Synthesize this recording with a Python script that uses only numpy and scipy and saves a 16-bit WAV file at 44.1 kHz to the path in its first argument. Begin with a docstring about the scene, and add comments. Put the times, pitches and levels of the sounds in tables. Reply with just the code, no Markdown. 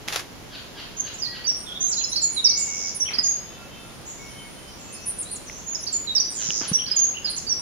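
"""A solitaire sings two jangling songs of swept whistles, each running into a fast trill, in a tall forest.
Every note is a nearly pure, gliding tone that leaves and trunks scatter and echo.
A small bird chips with two voices at once; far birds flute, twitter and rasp.
Close by, twigs rustle in tiny cracks, and two drops and a few soft bumps land as damped taps.
Under it all lies a low wash of air."""
import sys
import numpy as np
from scipy import signal
from scipy.fft import rfft, irfft
from scipy.io import wavfile
from scipy.ndimage import uniform_filter1d

SR = 44100
rng = np.random.default_rng(int(sys.argv[2]) if len(sys.argv) > 2 else 0)


def to_wav(s):
    """Save 16-bit WAV."""
    ch = np.atleast_2d(s).T  # columns
    pcm = np.round(np.clip(ch, -1, 1) * 32767)  # PCM
    wavfile.write(sys.argv[1], SR, pcm.astype(np.int16))


N = 335601

# The solitaire strings stock phrases together. 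Each row: start in seconds, phrase, level in dB.
SONG_CUES = [(.966, "opening", 6.5), (1.216, "slurs", 1.5), (1.655, "lead-in", 0), (1.944, "jangle", -4),
             (2.209, "whip", 2.5), (2.306, "climb", -4.5), (2.941, "close", -4.5), (3.13, "upslur", 1.5),
             (5.654, "jangle", -8.5), (5.917, "whip", 1), (6.671, "close", -2.5), (6.858, "upslur", -1.5),
             (7.134, "flourish", 1), (7.241, "slurs", 1)]
# The notes of each phrase. Each row: seconds into the phrase, shape, length in seconds,
# turning pitch in Hz, start above that pitch in Hz, level within the phrase in dB.
PHRASE_NOTES = { "opening": [(-.004, "burr", 0.036, 6380, 704, -42.5), (.029, "slur", 0.017, 6447, 50, -28),
                (.161, "burr", .04, 6900, 500, -46), (.214, "burr", 0.042, 6040, -250, -43.5)],
                "slurs": [(.001, "sweep", 0.0286, 4674, 448, -27), (.027, "burr", 0.039, 4273, 98, -30.5),
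                (.223, "slur", 0.037, 4760, -130, -31.5), (.247, "sweep", .054, 5400, 622, -23.5),
                (.343, "burr", 0.091, 8530, 700, -38.5)], "lead-in": [(0, "burr", 0.09, 3350, 207, -39),
                (.09, "burr", 0.041, 3680, -250, -35), (.14, "slur", 0.0955, 6360, -200, -24.5),
                (.172, "slur", 0.073, 3990, -150, -46), (.211, "arch", 0.081, 7260, -950, -27.5),
                (.251, "buzz", 0.046, 4820, 1647, -28), (.305, "slur", 0.07, 4120, -120, -33),
                (.333, "buzz", .04, 2770, 1343, -41.5), (.455, "slur", 0.081, 4205, -350, -32.5),
                (.55, "slur", .08, 4160, 51, -40.5)], "jangle": [(0, "arch", 0.1, 6814, -430, -23),
                (.091, "slur", 0.0171, 5210, 1516, -18.5), (.146, "slur", 0.042, 10640, -2000, -36.5),
                (.172, "slur", 0.022, 6150, -900, -24.5), (.21, "buzz", .018, 5400, -1400, -21),
                (.22, "slur", 0.0316, 4435, 892, -23)], "whip": [(.002, "scoop", 0.063, 6885, 1078, -23),
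                (.149, "slur", 0.055, 3780, 452, -28), (.23, "sweep", .044, 4432, 1597, -18),
                (.28, "slur", 0.017, 5834, -150, -19.5)], "climb": [(0, "slur", 0.093, 9500, -680, -33),
                (.2, "sweep", 0.045, 5450, -1600, -26), (.24, "burr", .11, 7200, -1800, -21)],
                "close": [(.001, "arch", 0.038, 10260, -1900, -26.5),
                (.055, "slur", 0.045, 5730, 398, -17.5), (.11, "burr", 0.048, 3243, -450, -33),
                (.284, "scoop", .06, 6500, 1370, -17), (.333, "sweep", 0.0586, 6370, 408, -17)],
                "upslur": [(0, "burr", 0.036, 4935, -1100, -30.5), (.052, "sweep", 0.018, 4883, 260, -20)],
                "flourish": [(0, "burr", 0.066, 2910, -350, -41), (.157, "arch", 0.032, 10050, -1900, -32),
                (.223, "arch", .039, 7300, -3100, -30)]}
# A note glides to its pitch and may swing back. Each entry: share of the note spent gliding in,
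# share of the sweep regained, bend exponent, waver as a share of the pitch.
NOTE_SHAPES = {"sweep": (1, 0, 1, .006), "slur": (0.682, 0.079, 1.905, .014),
               "scoop": (0.55, 0.26, 3, .011), "arch": (0.416, 1.05, 1.6, .014),
               "burr": (.5, .6, 1.6, .035), "buzz": (0.99, 0.12, 1.5, .07)}
# One trill per song. Each row: start in seconds, sweeps per second, level in dB before the swell.
TRILL_CUES = [(2.585, 88, -24.5), (6.295, 110, -21.5)]
# The small bird. Each row: start and length in seconds, top pitch and final fall of the main voice in Hz,
# level in dB.
CHIP_CUES = [(4.918, 0.052, 9350, 990, -38.5), (5.052, 0.07, 9740, 1950, -28),
             (5.177, 0.063, 9290, 4260, -26.5), (5.296, 0.081, 9250, 4900, -30.5)]
# Far fluting, often in chords. Each row: start and length in seconds, pitch in Hz, level in dB.
FLUTE_CUES = [(1.21, 0.28, 1920, -50), (1.628, 0.16, 1448, -57), (1.896, 0.094, 1413, -57.5),
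              (2.269, 0.61, 2260, -55.5), (2.328, 0.57, 2775, -58.5), (2.437, 0.56, 2222, -47.5),
              (3.069, 0.26, 1950, -52.5), (3.41, 0.2, 3065, -58), (3.42, 0.2, 3554, -58),
              (3.459, 0.26, 2630, -58.5), (3.527, 0.18, 1387, -56), (3.683, 0.19, 3110, -55),
              (3.679, 0.31, 3580, -57.5), (3.691, 0.21, 2650, -57), (3.782, 0.21, 1384, -59.5),
              (4.162, 0.17, 2212, -51.5), (4.3, 0.21, 2193, -54), (4.287, 0.2, 3090, -51),
              (4.546, 0.19, 3070, -55), (4.761, 0.54, 2617, -58), (4.797, 0.34, 4330, -60)]
# Far twitters. Each row: start and length in seconds, first and last pitch in Hz, level in dB, voice.
TWITTER_CUES = [(3.07, 0.027, 3050, 1850, -34, "burry"), (3.718, 0.38, 9750, 8370, -54, "burry"),
                (4.042, 0.1, 6850, 7000, -38, "burry"), (4.161, 0.18, 5900, 5400, -50.5, "burry"),
                (4.168, .63, 9750, 8720, -50.5, "burry"), (4.651, 0.15, 5190, 5880, -51, "burry"),
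                (4.748, 0.25, 7550, 6390, -46, "burry"), (4.932, 0.062, 5290, 5080, -46, "clear"),
                (5.005, 0.055, 5780, 6030, -45, "clear"), (5.239, 0.09, 3715, 4590, -45, "clear"),
                (5.451, 0.048, 6700, 5350, -40, "clear"), (5.486, 0.14, 5640, 7130, -41.5, "burry")]
# Each twitter voice has its own waver, as a share of the pitch.
TWITTER_WAVER = {"clear": .015, "burry": .055}
# Harsh far calls. Each row: start in seconds, level in dB ahead of the dry and reverb gains.
RASP_CUES = [(0.492, -40), (0.737, -39.5), (1.016, -40), (1.304, -40.5), (6.358, -39), (6.591, -38),
             (6.848, -40), (7.211, -43.5)]
# The rasping throat's resonances. Each row: centre in Hz, width in Hz, gain in dB.
RASP_FORMANTS = [(1700, 240, 3.5), (3300, 2240, 9.5), (4610, 460, 4.5)]
# Twigs and dry leaves. Each row: start in seconds, level in dB, fade in seconds, low-pass corner in Hz.
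RUSTLE_CUES = [(0.077, -29.5, 0.059, 14000), (0.084, -16, 0.0021, 14000), (.124, -26, 0.041, 14000),
               (0.159, -17.5, 0.0065, 14000), (0.167, -28, 0.03, 14000), (.193, -27.5, 0.013, 14000),
               (3.106, -36, 0.06, 3680), (3.186, -30, 0.0083, 3500), (6.61, -36, 0.062, 1800)]
# The tone of a dry leaf. Each row: frequency in Hz, gain in dB.
LEAF_EQ = [(180, -48), (330, -7.5), (1650, -2), (6100, -5.5), (8190, -9), (11700, -13), (15000, -24)]
# Soft bumps and drops. Each row: start in seconds, settled pitch in Hz, level in dB, span in seconds.
BUMP_CUES = [(3.185, 234, -30, 0.0043), (6.488, 182, -27.5, 0.0044), (6.613, 287, -25, 0.0037),
             (6.715, 174, -18, 0.0071)]
DROP_CUES = [(5.498, 1940, -26, 0.0013), (6.505, 2670, -13.5, 0.0012)]
# How long the forest rings. Each row: frequency in Hz, seconds to fall by 60 dB.
FOREST_DECAY = [(1500, 0.55), (4000, 0.62), (7000, 0.62), (10000, 0.6)]
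# The tone of the air bed. Each row: frequency in Hz, gain in dB.
AIR_EQ = [(15, -61), (25, 1.5), (215, 1), (1750, -11.5), (3090, -12), (3830, -14), (6550, -15),
          (7300, -15.5), (9050, -18), (13200, -25.5), (15500, -32)]
# The air's stereo image. Each row: frequency in Hz, left-right likeness (0 or less is fully wide).
AIR_LIKENESS = [(60, 0.13), (180, 0.34), (550, 0.38), (1650, 0.22), (4970, -0.17), (15000, 0.097)]


def solitaire():
    """The lead singer sits to the right; nearby leaves blur it a little and a group of trunks answers."""
    voice = np.zeros(N)
    for start, phrase, phrase_db in SONG_CUES:
        for s, shape, length, hz, above_hz, db in PHRASE_NOTES[phrase]:
            turn, regained, bend, waver = NOTE_SHAPES[shape]
            whistle = note(length, turn, hz, above_hz, regained * above_hz, bend, waver)
            add(voice, start + s, amp(phrase_db + db) * whistle)
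    for s, rate_hz, db in TRILL_CUES:
        add(voice, s, amp(db) * trill(rate_hz))
    leaves = amp(-4) * scatter(voice, delay_s=0.002, fade_s=0.01)
    trunks = amp(-6.5) * scatter(voice, delay_s=0.0366, fade_s=0.021)
    return place(voice, lag_ms=.085, right_db=8) + leaves + trunks + amp(-7.5) * forest(voice)


def note(length, turn, turn_hz, above_hz, end_above_hz, bend, waver, swell_db=3, flutter_db=2.12):
    """The pitch glides into a turning point and curves away from it, while the note swells unevenly."""
    progress = np.linspace(0, 1, int(length * SR))
    turn = np.clip(turn, .05, .99)
    gliding_in = progress < turn
    away = np.where(gliding_in, (turn - progress) / turn, (progress - turn) / (1 - turn))
    hz = turn_hz + np.where(gliding_in, above_hz, end_above_hz) * away ** bend
    level_db = swell_db * (progress - .5) + flutter_db * wander(len(hz), size=300)
    return syrinx(hz, waver) * signal.windows.tukey(len(hz), .5) * amp(level_db)


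def trill(rate_hz, length_s=0.35, attack_s=0.013, release_s=0.043, swell_db=4, duty=0.65):
    """Quick falling sweeps that sink, widen and swell, with the sound shut off while the pitch resets."""
    t = np.arange(0, length_s, 1 / SR)

    def sink(first_hz, last_hz, settle_s, power):
        return last_hz + (first_hz - last_hz) * np.exp(-(t / settle_s) ** power)

    top = sink(9650, 7250, settle_s=.062, power=3.1)
    bottom = sink(8900, 4450, settle_s=.085, power=1)
    sweep = np.minimum(t * rate_hz % 1 / duty, 1)
    gate = np.sqrt(abs(np.sin(np.pi * sweep)))
    swell = amp(swell_db * (t / length_s - 1.5))
    edges = np.clip(np.minimum(t / attack_s, (length_s - t) / release_s), 0, 1)
    return swell * edges * gate * syrinx(top + (bottom - top) * sweep)


def syrinx(hz, waver=0.0081, overtone_db=-44):
    """The bird's voice box: a nearly pure tone that follows a slightly unsteady pitch."""
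    unsteady_hz = hz * (1 + waver * wander(len(hz), size=90))
    phase = 2 * np.pi * np.cumsum(unsteady_hz) / SR
    overtone = amp(overtone_db) * (2 * hz < SR / 2) * np.sin(2 * phase)
    return np.sqrt(2) * (np.sin(phase) + overtone)


def small_bird(upper_ratio=1.112, upper_db=-9, turn=0.32, rise_share=0.94):
    """Arched chips: both sides of the syrinx sound at once, a little apart in pitch."""
    voice = np.zeros(N)
    for s, length, hz, fall_hz, db in CHIP_CUES:
        rise_hz = rise_share * fall_hz
        for ratio, side_db in ((1, 0), (upper_ratio, upper_db)):
            chip = note(length, turn, ratio * hz, -rise_hz, -fall_hz, bend=3, waver=0.017, swell_db=4.5)
            add(voice, s, amp(db + side_db) * chip)
    return voice + amp(-5) * scatter(voice, delay_s=.001, fade_s=.01) + amp(-8) * forest(voice)


def far_fluting(flutter_db=3.8):
    """Far birds hold flute tones that swell and fade unevenly and ring on among the trees."""
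    voice = np.zeros(N)
    for s, length, hz, db in FLUTE_CUES:
        count = int(length * SR)
        swell = np.sqrt(np.hanning(count)) * amp(flutter_db * wander(count, size=1200))
        add(voice, s, amp(db) * unit(swell) * syrinx(np.full(count, hz), waver=.005))
    return voice + amp(-5) * forest(voice)


def far_twitters():
    """Clear or burry glides, fully wet: the trees between blur them."""
    voice = np.zeros(N)
    for s, length, start_hz, end_hz, db, timbre in TWITTER_CUES:
        hz = np.linspace(start_hz, end_hz, int(length * SR))
        add(voice, s, amp(db) * syrinx(hz, TWITTER_WAVER[timbre]) * signal.windows.tukey(len(hz), .5))
    return forest(voice) + scatter(voice, delay_s=0.0014, fade_s=0.004)


def far_rasps(length_s=.075, start_hz=1680, end_hz=1200, hoarseness=1.46):
    """Each call starts as a nasal tone, then falls and turns hoarse; distance smears it."""
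    def throat(hz):
        return sum(amp(db) / (1 + (2 * (hz - centre) / width) ** 2) for centre, width, db in RASP_FORMANTS)

    voice = np.zeros(N)
    progress = np.linspace(0, 1, int(length_s * SR))
    count = len(progress)
    falling_hz = start_hz + (end_hz - start_hz) * progress ** 3
    for s, db in RASP_CUES:
        jitter = 0.033 * wander(count, size=40)
        phase = 2 * np.pi * np.cumsum(falling_hz * (1 + jitter)) / SR
        tone = unit(colour(sum(np.sin(k * phase) for k in range(1, 5)), throat))
        breath = unit(colour(rng.standard_normal(count), throat))
        call = unit(progress * (tone + hoarseness * progress * breath))
        add(voice, s, amp(db) * call * signal.windows.tukey(count, .3))
    return amp(-2) * voice + amp(3) * forest(voice)


def rustles(grain_db=5, attack_s=0.0005):
    """Each brush of twigs is a dying shower of tiny cracks."""
    cracks = np.zeros((2, N))
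    t = np.arange(SR // 5) / SR
    for s, db, fade_s, muffle_hz in RUSTLE_CUES:
        grains = rng.standard_normal((3, len(t)))  # centre, left, right
        grains *= amp(grain_db * np.minimum(rng.exponential(1, grains.shape), 5))
        leaf_tone = lambda hz: amp(read(LEAF_EQ, hz)) / np.hypot(1, (hz / muffle_hz) ** 2)
        crackle = unit(colour(grains[0] + grains[1:], leaf_tone))
        envelope = (1 - np.exp(-t / attack_s)) * np.exp(-t / fade_s)
        add(cracks, s, amp(db) * crackle * envelope)
    return cracks


def taps(cues, sag, grit_db):
    """Heavily damped blows: a few cycles that sink in pitch, with some contact noise."""
    blows = np.zeros(N)
    t = np.arange(SR // 10) / SR
    for s, hz, db, span_s in cues:
        age = t / span_s
        envelope = 2 * age * np.exp(1 - 2 * age)  # peaks halfway through the span
        sinking_hz = hz * (1 + sag * np.exp(-age))
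        ring = np.sin(2 * np.pi * np.cumsum(sinking_hz) / SR)
        grit = unit(signal.lfilter([1], np.poly([.85, .5]), rng.standard_normal(len(t))))  # dull noise
        add(blows, s, amp(db) * envelope * (ring + amp(grit_db) * grit))
    return blows


def scatter(x, delay_s, fade_s):
    """Early reflections: a cluster off leaves and trunks, different left and right."""
    t = np.arange(SR // 4) / SR
    age = np.maximum(t - delay_s, 0)
    echoes = rng.standard_normal((2, len(t))) * np.sqrt(age) * np.exp(-age / fade_s)
    return signal.fftconvolve(x[None], unit(echoes) / np.sqrt(len(t)), axes=1)[:, :N]


def forest(x, build_s=0.016):
    """The forest's diffuse reverb tail, ringing slightly longer in the treble."""
    hz, t, spectrum = signal.stft(rng.standard_normal((2, SR)), SR, nperseg=256)
    decay = amp(-60 * t / read(FOREST_DECAY, hz)[:, None])
    onset = 1 - np.exp(-t / build_s)
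    tail = signal.istft(spectrum * decay * onset, SR, nperseg=256)[1]
    return signal.fftconvolve(x[None], unit(tail) / np.sqrt(tail.shape[1]), axes=1)[:, :N]


def air(level_db=-41.5):
    """A steady bed of distant air in the canopy, partly alike on both sides and leaning a touch right."""
    likeness = lambda hz: np.clip(read(AIR_LIKENESS, hz), 0, 1)
    centre = colour(rng.standard_normal(N), lambda hz: np.sqrt(likeness(hz)))
    sides = colour(rng.standard_normal((2, N)), lambda hz: np.sqrt(1 - likeness(hz)))
    bed = unit(colour(centre + sides, lambda hz: amp(read(AIR_EQ, hz))))
    return amp(level_db) * bed * amp([[-.5], [.5]])


def place(x, lag_ms, right_db):
    """Sound from the right reaches the left side later and weaker."""
    left = colour(x, lambda hz: np.exp(-2j * np.pi * hz * lag_ms / 1000))
    return np.array([left * amp(-right_db / 2), x * amp(right_db / 2)])


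def wander(count, size):
    """Random modulation that drifts over size samples, rms 1."""
    return unit(uniform_filter1d(rng.standard_normal(count), size=size))


def colour(x, gain):
    """Filters by a gain given as a function of frequency."""
    size = x.shape[-1]
    return irfft(rfft(x) * gain(np.fft.rfftfreq(size, 1 / SR)), size)


def read(points, hz):
    """Reads a curve on a log-frequency axis."""
    point_hz, value = np.transpose(points)
    return np.interp(np.log(hz + 1), np.log(point_hz + 1), value)


def add(mix, s, sound):
    """Mixes a sound in at s seconds."""
    part = mix[..., max(round(s * SR), 0):][..., :sound.shape[-1]]
    part += sound[..., :part.shape[-1]]


def amp(db):
    """Decibels to gain."""
    return 10 ** (np.asarray(db) / 20)


def unit(x):
    """Scales to rms 1."""
    return x / np.sqrt(np.mean(x ** 2) + 1e-20)


def scene():
    """The mix: solitaire in front, other birds, small close sounds and the air bed."""
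    bumps = taps(BUMP_CUES, sag=0.029, grit_db=-17)
    drops = taps(DROP_CUES, sag=0.24, grit_db=-15.5)
    birds = solitaire() + small_bird() + far_fluting() + far_twitters() + far_rasps()
    return birds + rustles() + bumps + drops + air()


def record(dry, notch_hz=8200, notch_width_hz=400, cutoff_hz=15800):
    """Master EQ: a deep notch in the treble, then a steep low-pass."""
    notch = lambda hz: ((hz - notch_hz) ** 2 / ((hz - notch_hz) ** 2 + notch_width_hz ** 2)) ** 2
    low_pass = signal.firwin(511, cutoff_hz, window=("kaiser", 9), fs=SR)
    return signal.oaconvolve(colour(dry, notch), low_pass[None], "same")


dry = scene()
out = record(dry)
to_wav(out)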